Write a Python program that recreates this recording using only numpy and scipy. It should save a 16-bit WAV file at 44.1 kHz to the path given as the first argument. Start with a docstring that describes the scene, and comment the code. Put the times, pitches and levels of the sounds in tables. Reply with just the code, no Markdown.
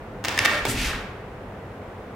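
"""Ventilation hums steadily in a quiet hall. A sword is drawn: its fittings click, and the blade clacks
and scrapes, exciting the resonances of steel and wooden scabbard. Feet begin to thud on the sprung floor.
The freed blade rings faintly and swishes once, while the emptying scabbard sounds a falling tone.
With sharp slaps the person turns: a foot skids on the mat, and heavy cloth sweeps round and settles.
The hall reverberates for about a second."""
import sys
import numpy as np
from scipy import signal
from scipy.fft import rfft, irfft, next_fast_len
from scipy.io import wavfile
from scipy.ndimage import map_coordinates

SR = 44100
rng = np.random.default_rng(int(sys.argv[2]) if len(sys.argv) > 2 else 0)


def bounce(signal):
    """Save signal as a 16-bit WAV file at the path given by the first command-line argument."""
    frames = np.transpose(np.atleast_2d(signal))
    limited = np.clip(frames, -1, 1)
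    pcm = np.round(limited * 32767).astype(np.int16)
    wavfile.write(sys.argv[1], SR, pcm)


N = 94815
T = np.arange(N) / SR


def amp(db):
    """Decibels to amplitude ratio."""
    return 10 ** (np.asarray(db) / 20)


def unit(x):
    """Normalisation to rms 1."""
    return x / np.sqrt(np.mean(x ** 2) + 1e-20)


def along(points, hz):
    """Interpolation of (Hz, value) points on a logarithmic frequency axis."""
    freqs, values = np.transpose(points)
    return np.interp(np.log(hz + 1), np.log(freqs + 1), values)


def wobble(rate):
    """Smooth random modulation, with rate knots a second."""
    return map_coordinates(rng.standard_normal(int(N * rate / SR) + 4), [T * rate])


def filtered(x, response):
    """Linear filtering: the spectrum is multiplied by a frequency response."""
    size = x.shape[-1]
    padded = 2 * next_fast_len(size)
    return irfft(rfft(x, padded) * response(np.fft.rfftfreq(padded, 1 / SR)), padded)[..., :size]


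def minimum_phase(tone):
    """Folding the cepstrum gives a causal response with the given spectrum."""
    def response(hz):
        cepstrum = irfft(np.log(amp(along(tone, hz))))
        size = len(cepstrum)
        return np.exp(rfft(np.r_[cepstrum[0], 2 * cepstrum[1:size // 2]], size))
    return response


def resonator(modes):
    """Modal superposition: a body responds as a sum of damped resonances."""
    return lambda f: sum(amp(db) * 1j * f * width / (hz * hz - f * f + 1j * f * width)
                         for hz, width, db in modes)


def noise(tone):
    """Spectral shaping of two independent white noises."""
    return unit(filtered(rng.standard_normal((2, N)), lambda hz: amp(along(tone, hz))))


def spread(pair, correlation):
    """Mid-side mixing gives two independent signals a set left-right correlation."""
    def weights(hz):
        angle = np.arccos(np.clip(along(correlation, hz), -1, 1)) / 2
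        return np.array([np.cos(angle), np.sin(angle)])
    mid, side = filtered(pair, weights)
    return np.array([mid + side, mid - side])


# Direct sound. Each row: frequency in Hz, left-right correlation.
DIRECT_FIELD = [(250, 1), (700, 0.99), (2000, 0.91), (5000, 0.56), (15000, 0.66)]
def near(pair):
    """Direct sound is much alike on both sides, so its image is narrow."""
    return spread(pair, DIRECT_FIELD)


def swell(rows):
    """Incoherent addition: the envelopes of the movements sum in power."""
    power = 0
    for s, db, rise, fall in rows:
        decay = np.where(T < s, ((T - s) / rise) ** 2, np.abs((T - s) / fall) ** 1.8)
        power += amp(db) ** 2 * np.exp(-2 * decay)
    return np.sqrt(power)


def strokes(rows, tone, grain_db):
    """Amplitude modulation: noise follows the movements, with a fast flutter as its grain."""
    return near(swell(rows) * unit(noise(tone) * amp(grain_db * wobble(300))))


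# Diffuse sound. Each row: frequency in Hz, left-right correlation.
DIFFUSE_FIELD = [(60, .9999), (150, 1), (380, 0.98), (950, 0.76), (2400, 0.24), (6000, 0.067),
                 (15000, 0.24)]
# Decay of the hall. Each row: frequency in Hz, reverberation time in seconds.
HALL_T60 = [(100, 1), (500, 0.62), (2000, 1), (4000, 0.84), (8000, 0.55), (15000, 0.45)]
# Colour of its tail. Each row: frequency in Hz, gain in dB.
HALL_SPECTRUM = [(100, 4), (600, 4.5), (2000, 0), (5000, -4.5), (10000, -3.5), (16000, 4.5)]
def in_hall(x, wet_db, build_s=0.0091):
    """Reverberation: a diffuse tail builds up and decays exponentially, the treble first."""
    hz, t, spectra = signal.stft(rng.standard_normal((2, SR)), SR, nperseg=256)
    decay = amp(along(HALL_SPECTRUM, hz)[:, None] - 60 * t / along(HALL_T60, hz)[:, None])
    onset = 1 - np.exp(-t / build_s)
    tail = spread(signal.istft(spectra * decay * onset, SR, nperseg=256)[1], DIFFUSE_FIELD)
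    tail /= np.linalg.norm(tail[0])
    return x + amp(wet_db) * signal.fftconvolve(x.mean(0)[None], tail, axes=1)[:, :N]


# Moving air. Each row: frequency in Hz, relative level in dB.
AIR_SPECTRUM = [(10, -39), (25, -16), (40, 3), (60, -4.5), (90, 0.5), (135, -0.5), (160, -7.5), (200, -3),
                (320, -6), (450, -3.5), (720, -7), (950, -10.5), (1400, -14), (2000, -18.5), (3300, -29),
                (4600, -37), (8000, -43), (15800, -47.5)]
# Fan tones. Each row: frequency in Hz, rms level in dB.
FAN_TONES = [(96.9, -54.5), (192.5, -51.5), (425.3, -54.5), (502, -52)]
def ventilation(air_db=-38):
    """Dull broadband air noise forms a diffuse field; the fan tones waver in phase."""
    hum = sum(amp(db) * np.sqrt(2) * np.sin(2 * np.pi * hz * T + 0.65 * wobble(6.95))
              for hz, db in FAN_TONES)
    return amp(air_db) * spread(noise(AIR_SPECTRUM), DIFFUSE_FIELD) + hum


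# Blade rubbing in the scabbard's mouth. Each row: time in seconds, level in dB.
SCRAPE_LEVELS = [(.24, -31), (.262, -33.5), (.31, -31), (.35, -32.5), (.37, -33.5), (.41, -28.5),
                 (.445, -28), (.49, -29.5), (.53, -29.5), (.56, -33), (.585, -31.5), (.61, -41), (.65, -38),
                 (.68, -83)]
# Its friction. Each row: frequency in Hz, relative level in dB.
SCRAPE_SPECTRUM = [(150, -8), (300, 0), (420, -9.5), (620, -3), (850, -2), (1300, -1.5), (1800, -3),
                   (2400, -2.5), (4000, -6.5), (7000, -16.5), (10000, -25), (16000, -36)]
# Scabbard resonances. Each row: frequency in Hz, bandwidth in Hz, gain in dB.
SCABBARD_MODES = [(690, 160, -11.5), (1219, 69, 0), (1420, 98, -8), (1610, 79, -5), (1836, 75, 4.5),
                  (2080, 70, -1.5), (2272, 71, 1), (2653, 65, -1), (3070, 66, -2), (3565, 33, -1.5),
                  (4645, 43, -10), (5180, 40, -22)]
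def scrape(ring_db=-19.5):
    """Sliding friction makes grainy noise that weakly drives the scabbard's modes."""
    level = amp(np.interp(T, *np.transpose(SCRAPE_LEVELS), left=-120, right=-120))
    friction = noise(SCRAPE_SPECTRUM) * amp(1.8 * wobble(400))
    ring = unit(filtered(friction, resonator(SCABBARD_MODES)))
    return level * near(unit(friction) + amp(ring_db) * ring)


def chatter(envelope, first_contact_db=12.5):
    """Broadband excitation: an impulse at first contact, then a brief rattle."""
    force = envelope * rng.standard_normal((2, len(envelope)))
    force[0, 0] += amp(first_contact_db)
    for _ in range(4):  # flatten the spectrum, then confine it in time again
        spectrum = rfft(force)
        force = irfft(spectrum / (np.abs(spectrum) + 1e-12), len(envelope)) * np.sqrt(envelope)
    return near(force)


# Resonances of scabbard mouth and steel fittings. 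Each row: frequency in Hz, bandwidth in Hz, gain in dB.
MOUTH_MODES = [(995, 80, -15.5), (1778, 80, -1.5), (4800, 92, -19)]
STEEL_MODES = [(2020, 230, 1), (2270, 230, 6), (2670, 220, 5), (3570, 82, -4), (3900, 100, -10),
               (5070, 200, 4.5), (5630, 140, -14), (7100, 120, -20), (7500, 96, -12), (9000, 100, -17),
               (10550, 110, -29)]
# Crack of contact. Each row: frequency in Hz, relative level in dB.
CRACK_SPECTRUM = [(100, -16), (350, 1.5), (750, 8), (1300, 4.5), (2500, -2), (5000, 0.5), (8500, -8.5),
                  (11000, -28), (16000, 1)]
# Knocks of blade and fittings. Each row: start in seconds, level in dB, chatter length in seconds,
# gains of scabbard, mouth, steel and crack in dB, left minus right in dB.
KNOCKS = [(0.2407, -28, 0.0016, -18, -11, -8, 0, 0), (.2484, -20.5, 0.0013, -8, -14, -8, -4.5, 0),
          (0.252, -27.5, 0.0058, -8, -14, -13, 0, 0), (0.283, -19, 0.00307, -10.5, -21, -8, -5.5, 0.5),
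          (0.2892, -29, .005, -14, -8, -8, -4, 4), (0.324, -34, .002, -12, -19, -8, -2, 5),
          (0.3756, -26.5, 0.0025, -11, 6, -21, -14, -2), (0.3776, -14.5, 0.0009, -19, -1.5, -18, -16, 1),
          (0.389, -15.5, .003, -24, -18, 1.5, -9.5, 0.5), (0.4487, -20, 0.00152, 3.5, -9, -32, -17, -4),
          (0.452, -15, 0.00283, 0.5, -11, -30, -32, 5), (0.4576, -13, .003, -3, -17, -23, -10.5, -4)]
def clacks(chatter_t60_s=0.0077):
    """Impact excitation: each chattering contact cracks and sets scabbard and steel ringing."""
    out, t = np.zeros((2, N)), T[:SR // 10]
    parts = [resonator(modes) for modes in (SCABBARD_MODES, MOUTH_MODES, STEEL_MODES)]
    parts.append(minimum_phase(CRACK_SPECTRUM))
    for s, db, length, *part_dbs, pan_db in KNOCKS:
        envelope = amp(-60 * np.maximum(t - length, 0) / chatter_t60_s)
        force = chatter(envelope)
        knock = sum(amp(part_db) * unit(filtered(force, part)) for part, part_db in zip(parts, part_dbs))
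        sides = amp(db + np.array([[pan_db], [-pan_db]]) / 2)
        out[:, round(s * SR):][:, :len(t)] += sides * np.sqrt(np.mean(envelope ** 2)) * knock
    return out


# Floor rumble. Each row: peak time in seconds, level in dB, rise and fall in seconds.
FLOOR_RUMBLES = [(.42, -45, 0.097, 0.14), (.70, -34, 0.046, .06), (.79, -32.5, 0.054, 0.073),
                 (.98, -42.5, 0.072, 0.069)]
# Its colour. Each row: frequency in Hz, relative level in dB.
RUMBLE_SPECTRUM = [(10, -32), (25, 3), (45, -10.5), (110, -7.5), (165, -13), (250, -1), (450, -31),
                   (1500, -55), (8000, -86)]
# Weight landing. Each row: start in seconds, level in dB, frequency in Hz.
FLOOR_THUDS = [(.405, -23, 99.4), (.625, -25.5, 50.4), (.679, -18.5, 117.5), (0.746, -21, 75),
               (.772, -22.5, 117.4), (0.789, -21, 45.6), (0.816, -26, 78), (0.857, -19, 47),
               (0.878, -22.5, 69), (.94, -24.5, 46.6), (1.018, -44, 101)]
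def footfalls(t60_s=0.15, attack_s=0.0036):
    """The sprung floor is a damped oscillator: it thuds under weight and rumbles as the feet move."""
    out = strokes(FLOOR_RUMBLES, RUMBLE_SPECTRUM, grain_db=1.5)
    for s, db, hz in FLOOR_THUDS:
        age = np.maximum(T - s, 0)
        envelope = amp(db - 60 * age / t60_s) * (1 - np.exp(-age / attack_s))
        out += envelope * np.sin(2 * np.pi * hz * age)
    return out


# Partials of the blade. Each row: frequency in Hz, initial level in dB.
BLADE_MODES = [(1365, -36), (1655, -36.5), (1850, -31), (2283, -37)]
def blade_ring(free_s=0.459, t60_s=0.91):
    """Free vibration: the released blade's modes decay exponentially, wavering in phase."""
    age = np.maximum(T - free_s, 0)
    ring = sum(amp(db - 60 * age / t60_s) * np.sin(2 * np.pi * hz * age + 0.64 * wobble(40.2))
               for hz, db in BLADE_MODES)
    return ring * (age > 0)


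# The emptying scabbard. Each row: peak time in seconds, level in dB, rise and fall in seconds.
COLUMN_SWELL = [(.555, -32.5, .06, 0.057)]
def air_column(hz_at_peak=1880, fall_hz_per_s=2600, width_hz=150):
    """The resonance of the scabbard's air column falls as the blade leaves it."""
    hz = hz_at_peak - fall_hz_per_s * (T - COLUMN_SWELL[0][0])
    phase = 2 * np.pi * np.cumsum(hz) / SR
    band = [wobble(width_hz) * np.sin(phase) + wobble(width_hz) * np.cos(phase) for _ in range(2)]
    return swell(COLUMN_SWELL) * unit(near(np.array(band)))


# The blade whips clear. Each row: peak time in seconds, level in dB, rise and fall in seconds.
SWISH_SWELLS = [(.535, -26, 0.019, 0.033), (.59, -33, .02, 0.027)]
# Its whistle. Each row: frequency in Hz, bandwidth in Hz, gain in dB.
WHISTLE_BANDS = [(593, 12, 15), (1380, 64, 6), (2230, 39, -17), (3350, 120, -17)]
def swish():
    """Narrow-band noise gives the moving blade a hollow whistle."""
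    whistle = filtered(rng.standard_normal((2, N)), resonator(WHISTLE_BANDS))
    return swell(SWISH_SWELLS) * unit(near(whistle))


# The turn begins. Each row: peak time in seconds, level in dB, rise and fall in seconds.
SLAP_BURSTS = [(.6525, -17, 0.00067, 0.0037), (.6562, -22, 0.00074, .004), (.666, -27, 0.0045, 0.015)]
# Their colour. Each row: frequency in Hz, relative level in dB.
SLAP_SPECTRUM = [(100, -25), (370, 4.5), (550, -2), (850, 1), (1400, -4), (2400, -5.5), (4000, -8.5),
                 (8000, -17.5), (12000, -25), (16000, -23)]
def slaps():
    """Broadband transients: noise bursts lasting milliseconds are heard as sharp slaps."""
    return strokes(SLAP_BURSTS, SLAP_SPECTRUM, grain_db=-0.5)


# A foot slides. Each row: peak time in seconds, level in dB, rise and fall in seconds.
SKID_STROKES = [(.696, -26.5, 0.016, 0.041), (.715, -40, .02, 0.037)]
# Their colour. Each row: frequency in Hz, relative level in dB.
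SKID_SPECTRUM = [(200, 1), (500, 1), (900, -9), (2000, 2), (3500, 0), (6000, -3.5), (8000, 1.5),
                 (10500, -5.5), (13500, -9), (16000, -19)]
def skid():
    """Sliding friction between foot and mat makes a bright hiss."""
    return strokes(SKID_STROKES, SKID_SPECTRUM, grain_db=1.0)


# Cloth and feet in the turn. Each row: peak time in seconds, level in dB, rise and fall in seconds.
SWEEP_STROKES = [(.815, -28.5, 0.073, 0.091), (.878, -31, 0.063, 0.04)]
# Their colour. Each row: frequency in Hz, relative level in dB.
SWEEP_SPECTRUM = [(200, -9.5), (800, -10.5), (1500, -3), (2500, 5), (4000, -2.5), (6000, -5), (8500, -10.5),
                  (13000, -16.5), (16000, -28)]
def sweep():
    """Friction noise swells and fades as cloth and feet sweep round."""
    return strokes(SWEEP_STROKES, SWEEP_SPECTRUM, grain_db=1.0)


# Wide trousers settle. Each row: peak time in seconds, level in dB, rise and fall in seconds.
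SETTLE_STROKES = [(.91, -30.5, 0.068, 0.094), (1.0, -45, .05, 0.11)]
# Their colour. Each row: frequency in Hz, relative level in dB.
SETTLE_SPECTRUM = [(150, -6.5), (400, -5), (800, -6), (1400, 2), (2200, -3.5), (3500, -7), (6000, -18.5),
                   (16000, -38)]
def settle():
    """Duller friction noise dies away as the cloth comes to rest."""
    return strokes(SETTLE_STROKES, SETTLE_SPECTRUM, grain_db=0.0)


def scene():
    """Superposition: the draw and the turn, with their reverberation, add to the ventilation."""
    slightly_right = amp([[-0.6], [0.6]])
    return (ventilation()
            + in_hall(scrape() + blade_ring(), wet_db=-7) * slightly_right
            + in_hall(clacks(), wet_db=-2)
            + in_hall(footfalls(), wet_db=-13.5)
            + in_hall(air_column(), wet_db=-5.5) * slightly_right
            + in_hall(slaps(), wet_db=-6.5)
            + in_hall(swish() + skid() + sweep() + settle(), wet_db=-7.5))


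def record(dry, top_hz=16150, edge_hz=400):
    """Band limiting: a steep low-pass removes the highest treble."""
    return filtered(dry, lambda hz: np.clip((top_hz - hz) / edge_hz, 0, 1))


dry = scene()
out = record(dry)
bounce(out)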